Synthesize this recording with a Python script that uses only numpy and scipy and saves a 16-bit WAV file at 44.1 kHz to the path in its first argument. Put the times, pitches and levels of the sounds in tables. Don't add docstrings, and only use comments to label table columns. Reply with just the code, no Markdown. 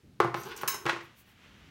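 import sys
import numpy as np
from scipy import signal
from scipy.fft import rfft, irfft
from scipy.io import wavfile
from scipy.ndimage import map_coordinates

SR = 44100
rng = np.random.default_rng(int(sys.argv[2]) if len(sys.argv) > 2 else 0)


def generate_wav(signal):
    frames = np.transpose(np.atleast_2d(signal))
    scaled = np.clip(frames, -1, 1) * 32767
    pcm = np.round(scaled).astype(np.int16)
    wavfile.write(sys.argv[1], SR, pcm)


N = 74970
TIME = np.arange(N) / SR

# start_s, thud_db, clack_db, crack_db, contact_t60_s
KNOCK_HITS = [(.2015, -20.5, -16.5, -33.5, 0.021), (0.2048, -24.5, -25, -34, 0.022),
              (0.2464, -29.5, -25.5, -59, .04), (.343, -32.5, -30.5, -37, 0.039),
              (.3465, -39.5, -29, -44, .04), (.633, -35, -28, -43.5, 0.034),
              (0.7442, -45, -37.5, -62, 0.11), (.855, -32, -34.5, -39.5, 0.064),
              (0.8632, -30.5, -25, -31, 0.07), (0.8857, -43, -26.5, -37.5, .09),
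              (.8945, -41.5, -27, -28, 0.098), (.929, -38, -38.5, -47, 0.083),
              (.963, -43, -38.5, -47, 0.075), (1.008, -49.5, -60, -49, .08)]
# pitch_hz, level_db
THUD_COLOUR = [(30, -36), (60, -27.5), (90, -19.5), (120, -2.5), (190, -5.5), (270, -13.5), (345, 1.5),
               (480, -4), (700, -11), (1500, -47)]
# pitch_hz, level_db
CLACK_COLOUR = [(250, -38.5), (550, -2), (780, 1), (1150, 3.5), (1450, 0), (1750, -13), (2200, -12.5),
                (2800, -38.5), (6000, -45.5)]
# pitch_hz, level_db
CRACK_COLOUR = [(800, -43), (1900, 10.5), (3000, 3.5), (4500, -4), (6500, -10), (8500, -15.5), (12000, -26),
                (16000, -34.5)]
# pitch_hz, level_db, t60_s
COUNTER_MODES = [(122.1, -16, 0.47), (140, -22.5, 0.46), (340.8, -9.5, 0.29), (382.5, -12.5, 0.42),
                 (497.7, -15.5, 0.25), (568, -20, 0.34), (700, -16, 0.33), (778, -17.5, 0.11),
                 (850, -21.5, .24), (928, -11.5, 0.23), (1047, -13.5, 0.31), (1178, -13.5, .3),
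                 (1437, -14.5, .22)]
# start_s, level_db
HANDLE_ROCKS = [(.8637, -29), (.877, -30), (.8865, -28.5), (.8945, -23), (.9005, -32), (.938, -46)]
# pitch_hz, level_db, t60_s
HANDLE_MODES = [(948, -11, 0.095), (1399, -7, 0.086), (1431, 0, 0.097), (1630, -4.5, 0.061),
                (1926, -5, 0.077), (2603, -6, 0.034), (3286, -12.5, 0.041), (4040, -15, .03)]
# start_s, level_db
CLINK_HITS = [(0.6772, -28.5), (0.6811, -26), (0.7433, -40.5)]
# pitch_hz, level_db, t60_s
PRESS_MODES = [(943, -19, 0.16), (1025.5, -7, 0.65), (1100, -12, 0.88), (1538, -15.5, 0.55),
               (2052, -10, 0.17), (2260, -15, 0.15), (3075, -18, 0.16), (3914, -19.5, 0.44),
               (5300, -5, .35), (5990, -11, .22), (5970, -14, 0.18), (6155, -18, .34), (6846, -14, 0.14),
               (7526, -23, 0.4), (8580, -5, 0.072), (9990, -13, 0.27), (10340, -25, .28),
               (11394, -6, 0.073), (12800, -12, 0.19), (13313, -13, .2), (13900, -9, 0.22),
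               (14630, -15, 0.2), (15650, -3, .16)]
# pitch_hz, level_db
CLINK_COLOUR = [(400, -48), (850, -4), (1020, 6), (1300, 0.5), (2150, 3.5), (2650, -2.5), (3000, 1),
                (3500, -8), (3900, 0), (4400, -10), (5300, -2.5), (5650, -10.5), (6200, 5.5), (6900, -2),
                (7900, -9), (8600, -0.5), (9300, -10.5), (10100, -7), (10800, -13), (11450, 6),
                (12100, -10), (12700, 1.5), (14000, -4), (14700, -5), (15200, -16), (15700, -7.5)]
# time_s, rasp_db, hiss_db
SLIDE_LEVELS = [(.345, -65, -75), (.365, -52, -56.5), (.41, -56, -51.5), (.44, -52.5, -58),
                (.495, -47.5, -57.5), (.508, -43.5, -70), (.528, -39.5, -73), (.555, -66, -66),
                (.59, -42.5, -56), (.603, -55, -64), (.615, -41, -54), (.66, -67, -66), (.69, -70, -74)]
# pitch_hz, level_db
RASP_COLOUR = [(500, -19.5), (1000, 7), (1330, -4), (1460, 16), (1600, 3), (1900, 2.5), (2300, 1),
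               (2600, 1), (2950, -0.5), (3500, -3.5), (4650, -6.5), (5200, -10.5), (6500, -20), (8000, -24),
               (16000, -29)]
# pitch_hz, level_db, t60_s
BLADE_MODES = [(4740, -3, 0.031), (5730, 2, 0.038), (6200, 1, 0.052), (6960, -5, 0.029), (8100, -4, 0.03),
               (8700, -25, 0.064), (9530, 0.5, 0.022), (10900, -15, 0.051), (11370, 0.5, 0.057),
               (12700, -4, 0.022), (13200, -1, .04), (13900, -33, 0.016), (14600, -11, .03),
               (15400, -9, .02)]
# start_s, zing_db, sizzle_db, t60_s
EDGE_CATCHES = [(0.434, -47.5, -72, .09), (0.5638, -45.5, -48, 0.096), (0.5749, -47, -47, 0.054),
                (0.6142, -54, -48, 0.07), (0.619, -64, -44, 0.068)]
# pitch_hz, level_db
ZING_COLOUR = [(1500, -18), (4000, -10), (6300, 3), (7300, -1), (8500, -2), (10500, -23), (16000, -46)]
# pitch_hz, level_db
SIZZLE_COLOUR = [(4000, -30), (8500, -6), (10500, -2), (14000, 5), (16000, -0.5)]
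# time_s, level_db
DRAG_LEVEL = [(.35, -63), (.39, -45), (.43, -51.5), (.475, -41), (.52, -49), (.6, -49.5), (.7, -52),
              (.76, -48.5), (.81, -60), (.85, -52)]
# pitch_hz, level_db
WORKTOP_COLOUR = [(60, -24), (130, -2.5), (270, -5.5), (335, 1.5), (390, 7), (460, 1.5), (600, -15),
                  (850, -1.5), (1150, -5), (1600, -3.5), (3000, -41)]
# middle_s, half_length_s, level_db
FINGER_STROKES = [(1.042, 0.019, -66.5), (1.196, 0.02, -57.5), (1.297, 0.027, -66.5)]
# pitch_hz, level_db
FINGER_COLOUR = [(1500, -12), (3000, -14), (6000, -6), (9000, -6.5), (12000, -0.5), (14500, -2), (16000, 1)]
# time_s, level_db
SLEEVE_LEVELS = [(1.05, -62), (1.21, -64), (1.24, -66.5), (1.29, -62), (1.35, -65.5), (1.45, -57),
                 (1.52, -59.5), (1.7, -60)]
# pitch_hz, level_db
SLEEVE_COLOUR = [(200, 0.5), (700, -6), (1600, -1), (3000, -1.5), (5000, -14.5), (6500, -16), (9000, -27.5),
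                 (16000, -29)]
# time_s, level_db
RUMBLE_LEVELS = [(0, -60), (.025, -77), (.04, -54.5), (.07, -56.5), (.12, -56.5), (.17, -59), (.6, -61.5),
                 (1.1, -65), (1.3, -65.5), (1.52, -61), (1.7, -58.5)]
# pitch_hz, level_db
RUMBLE_COLOUR = [(20, -29), (45, -1.5), (75, -0.5), (150, 0.5), (230, -2), (380, -9.5), (600, -22),
                 (1500, -55.5)]
# pitch_hz, level_db
AIR_COLOUR = [(20, -6), (70, 17), (200, -5), (700, -1.5), (2000, -2), (4000, -4), (8000, -12.5),
              (16000, -17.5)]
# pitch_hz, t60_s
REFLECTION_T60 = [(100, 0.84), (400, 0.31), (1200, 0.33), (3000, 0.39), (7000, 0.3), (15000, 0.6)]
# pitch_hz, level_db
REFLECTION_COLOUR = [(100, -4.5), (400, -6), (1200, 0), (3000, 0.5), (7000, 0.5), (15000, -13)]

BURST_DB, BURST_T60_S = 1.5, 0.08
SHIMMER_DB, SHIMMER_T60_S, CLINK_THUD_DB = -4.5, 0.16, -17
SETTLE_S, SETTLE_DB_PER_S = 0.767, 92
SLIPS_PER_S, SLIP_SPREAD_DB = 2500, 3
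BLADE_WANDER, WANDERS_PER_S = 0.0126, 27
AIR_DB = -69.5
ROOM_BUILD_S = 0.002
KNOCK_WET_DB, METAL_WET_DB, SLIDE_WET_DB, RING_WET_DB = -1.5, -2, -3, -8.5
RINGING_LOW_CUT_HZ = 84
MIC_LOW_HZ, CUTOFF_HZ = 30, 15900


def knocks():
    bursts = np.array([contact(row[0], row[-1]) for row in KNOCK_HITS])
    levels = from_db(np.array(KNOCK_HITS)[:, 1:-1])
    colours = (THUD_COLOUR, CLACK_COLOUR, CRACK_COLOUR)
    return sum(colour(level @ bursts, points) for level, points in zip(levels.T, colours))


def contact(s, t60):
    size = 8192
    fade = from_db(-60 * TIME[:size] / t60)
    burst = rng.standard_normal(size) * fade
    for _ in range(4):
        spectrum = rfft(burst)
        flat = irfft(spectrum / (np.abs(spectrum) + 1e-12))
        burst = flat * np.sqrt(fade)
    burst *= np.sqrt(.005 * SR) / np.linalg.norm(burst)
    return delayed(np.pad(burst, (0, N)), s)


def clink():
    burst = sum(from_db(db) * contact(s, BURST_T60_S) for s, db in CLINK_HITS)
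    cloud = shimmer(count=400)
    glitter = sum(from_db(db) * delayed(cloud, s) for s, db in CLINK_HITS)
    metal = colour(from_db(BURST_DB) * burst + from_db(SHIMMER_DB) * glitter, CLINK_COLOUR)
    return metal + from_db(CLINK_THUD_DB) * colour(burst, THUD_COLOUR)


def shimmer(count):
    size = 16384
    place, turn = rng.random((count, 2)).T
    lines = np.zeros(size // 2 + 1, complex)
    lines[(place * (size // 2)).astype(int)] = np.exp(2j * np.pi * turn)
    cloud = irfft(lines) * from_db(-60 * TIME[:size] / SHIMMER_T60_S)
    return np.pad(cloud * np.sqrt(.005 * SR) / np.linalg.norm(cloud), (0, N))


def ringing():
    damping = from_db(-SETTLE_DB_PER_S * np.maximum(TIME - SETTLE_S, 0))
    counter = from_db(-0.5) * struck(KNOCK_HITS, COUNTER_MODES, spread_db=0.5)
    handle = from_db(-0.6) * struck(HANDLE_ROCKS, HANDLE_MODES, spread_db=0.9)
    press = from_db(-4.5) * struck(CLINK_HITS, PRESS_MODES, spread_db=0.2) * damping
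    return highpass(counter + handle + press, RINGING_LOW_CUT_HZ)


def struck(hits, modes, spread_db):
    s, db = np.transpose(hits)[:2]
    chance = rng.standard_normal((len(s), len(modes)))
    out = 0
    for k, mode in enumerate(modes):
        force = np.zeros(N)
        strength = from_db(db + spread_db * chance[:, k])
        force[(s * SR).astype(int)] = strength * rng.choice([-1, 1], len(s))
        out = out + ring(force, [mode])
    return out


def ring(force, modes):
    out = 0
    for k, (hz, db, t60) in enumerate(modes):
        r = from_db(-60 / (t60 * SR))
        w = 2 * np.pi * hz / SR
        mode = signal.lfilter([0, np.sin(w)], [1, -2 * r * np.cos(w), r * r], force + 1e-18)
        out = out + (-1) ** k * from_db(db) * mode
    return out


def scrape():
    rasp, hiss = gains(SLIDE_LEVELS)
    drag, = gains(DRAG_LEVEL)
    force = slips()
    catches = 0
    for s, zing_db, sizzle_db, t60 in EDGE_CATCHES:
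        burst = contact(s, t60)
        catches = catches + from_db(zing_db) * colour(burst, ZING_COLOUR)
        catches = catches + from_db(sizzle_db) * colour(burst, SIZZLE_COLOUR)
    blade_ring = rms_one(wander(ring(force, BLADE_MODES)))
    blade = rms_one(blade_ring + from_db(-2) * colour(force, SIZZLE_COLOUR))
    stone = rasp * colour(force, RASP_COLOUR)
    worktop = drag * colour(force, WORKTOP_COLOUR)
    return stone + hiss * blade + worktop + catches


def slips():
    sizes = from_db(SLIP_SPREAD_DB * np.minimum(rng.exponential(1, N), 5)) * rng.choice([-1, 1], N)
    return rms_one(sizes * (rng.random(N) < SLIPS_PER_S / SR))


def wander(x):
    speed = np.interp(TIME * WANDERS_PER_S, np.arange(N), rng.standard_normal(N))
    return map_coordinates(x, [np.arange(N) + BLADE_WANDER * np.cumsum(speed)], order=3)


def movement():
    strokes = sum(from_db(db) * np.exp(-.5 * ((TIME - s) / half) ** 2) for s, half, db in FINGER_STROKES)
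    fingers = strokes * noise(FINGER_COLOUR)
    sleeve = gains(SLEEVE_LEVELS)[0] * noise(SLEEVE_COLOUR)
    rumble = gains(RUMBLE_LEVELS)[0] * noise(RUMBLE_COLOUR)
    return fingers + sleeve + rumble


def kitchen(x):
    edges = np.geomspace(60, 18000, 13)
    tail, t = 0, TIME[:SR // 2]
    for low, high in zip(edges, edges[1:]):
        hz = np.sqrt(low * high)
        bandpass = signal.butter(2, [low, high], "band", fs=SR, output="sos")
        band = signal.sosfilt(bandpass, rng.standard_normal(len(t)))
        band = band * from_db(-60 * t / at_hz(REFLECTION_T60, hz)) * (1 - np.exp(-t / ROOM_BUILD_S))
        level = np.sqrt(2 * (high - low) / SR) * from_db(at_hz(REFLECTION_COLOUR, hz))
        tail = tail + band / np.linalg.norm(band) * level
    return signal.fftconvolve(x, tail)[:N]


def air():
    return from_db(AIR_DB) * noise(AIR_COLOUR)


def noise(points):
    return colour(rng.standard_normal(N), points)


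def colour(x, points):
    size = 4096
    cepstrum = irfft(np.log(from_db(at_hz(points, np.arange(size // 2 + 1) * SR / size))))
    cepstrum[1:size // 2] *= 2
    cepstrum[size // 2 + 1:] = 0
    response = irfft(np.exp(rfft(cepstrum)))
    return signal.oaconvolve(x, response / np.linalg.norm(response))[:N]


def at_hz(points, hz):
    f, v = np.transpose(points)
    return np.interp(np.log(np.maximum(hz, 1)), np.log(f), v)


def gains(rows):
    s, *columns = np.transpose(rows)
    return [from_db(np.interp(TIME, s, c, left=-140, right=-140)) for c in columns]


def highpass(x, hz):
    return signal.sosfilt(signal.butter(2, hz, "high", fs=SR, output="sos"), x)


def delayed(x, s):
    return np.concatenate([np.zeros(max(int(s * SR), 0)), x])[:N]


def rms_one(x):
    return x / np.sqrt(np.mean(x ** 2) + 1e-20)


def from_db(db):
    return 10 ** (np.asarray(db) / 20)


def scene():
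    sources = np.array([knocks(), clink(), scrape(), ringing()])
    wet = from_db([KNOCK_WET_DB, METAL_WET_DB, SLIDE_WET_DB, RING_WET_DB])
    room = kitchen(wet @ sources)
    return (sources.sum(axis=0) + room + movement() + air())[None]


def record(dry):
    thin = highpass(dry, MIC_LOW_HZ)
    return signal.sosfilt(signal.ellip(10, .2, 70, CUTOFF_HZ, fs=SR, output="sos"), thin)


dry = scene()
out = record(dry)
generate_wav(out)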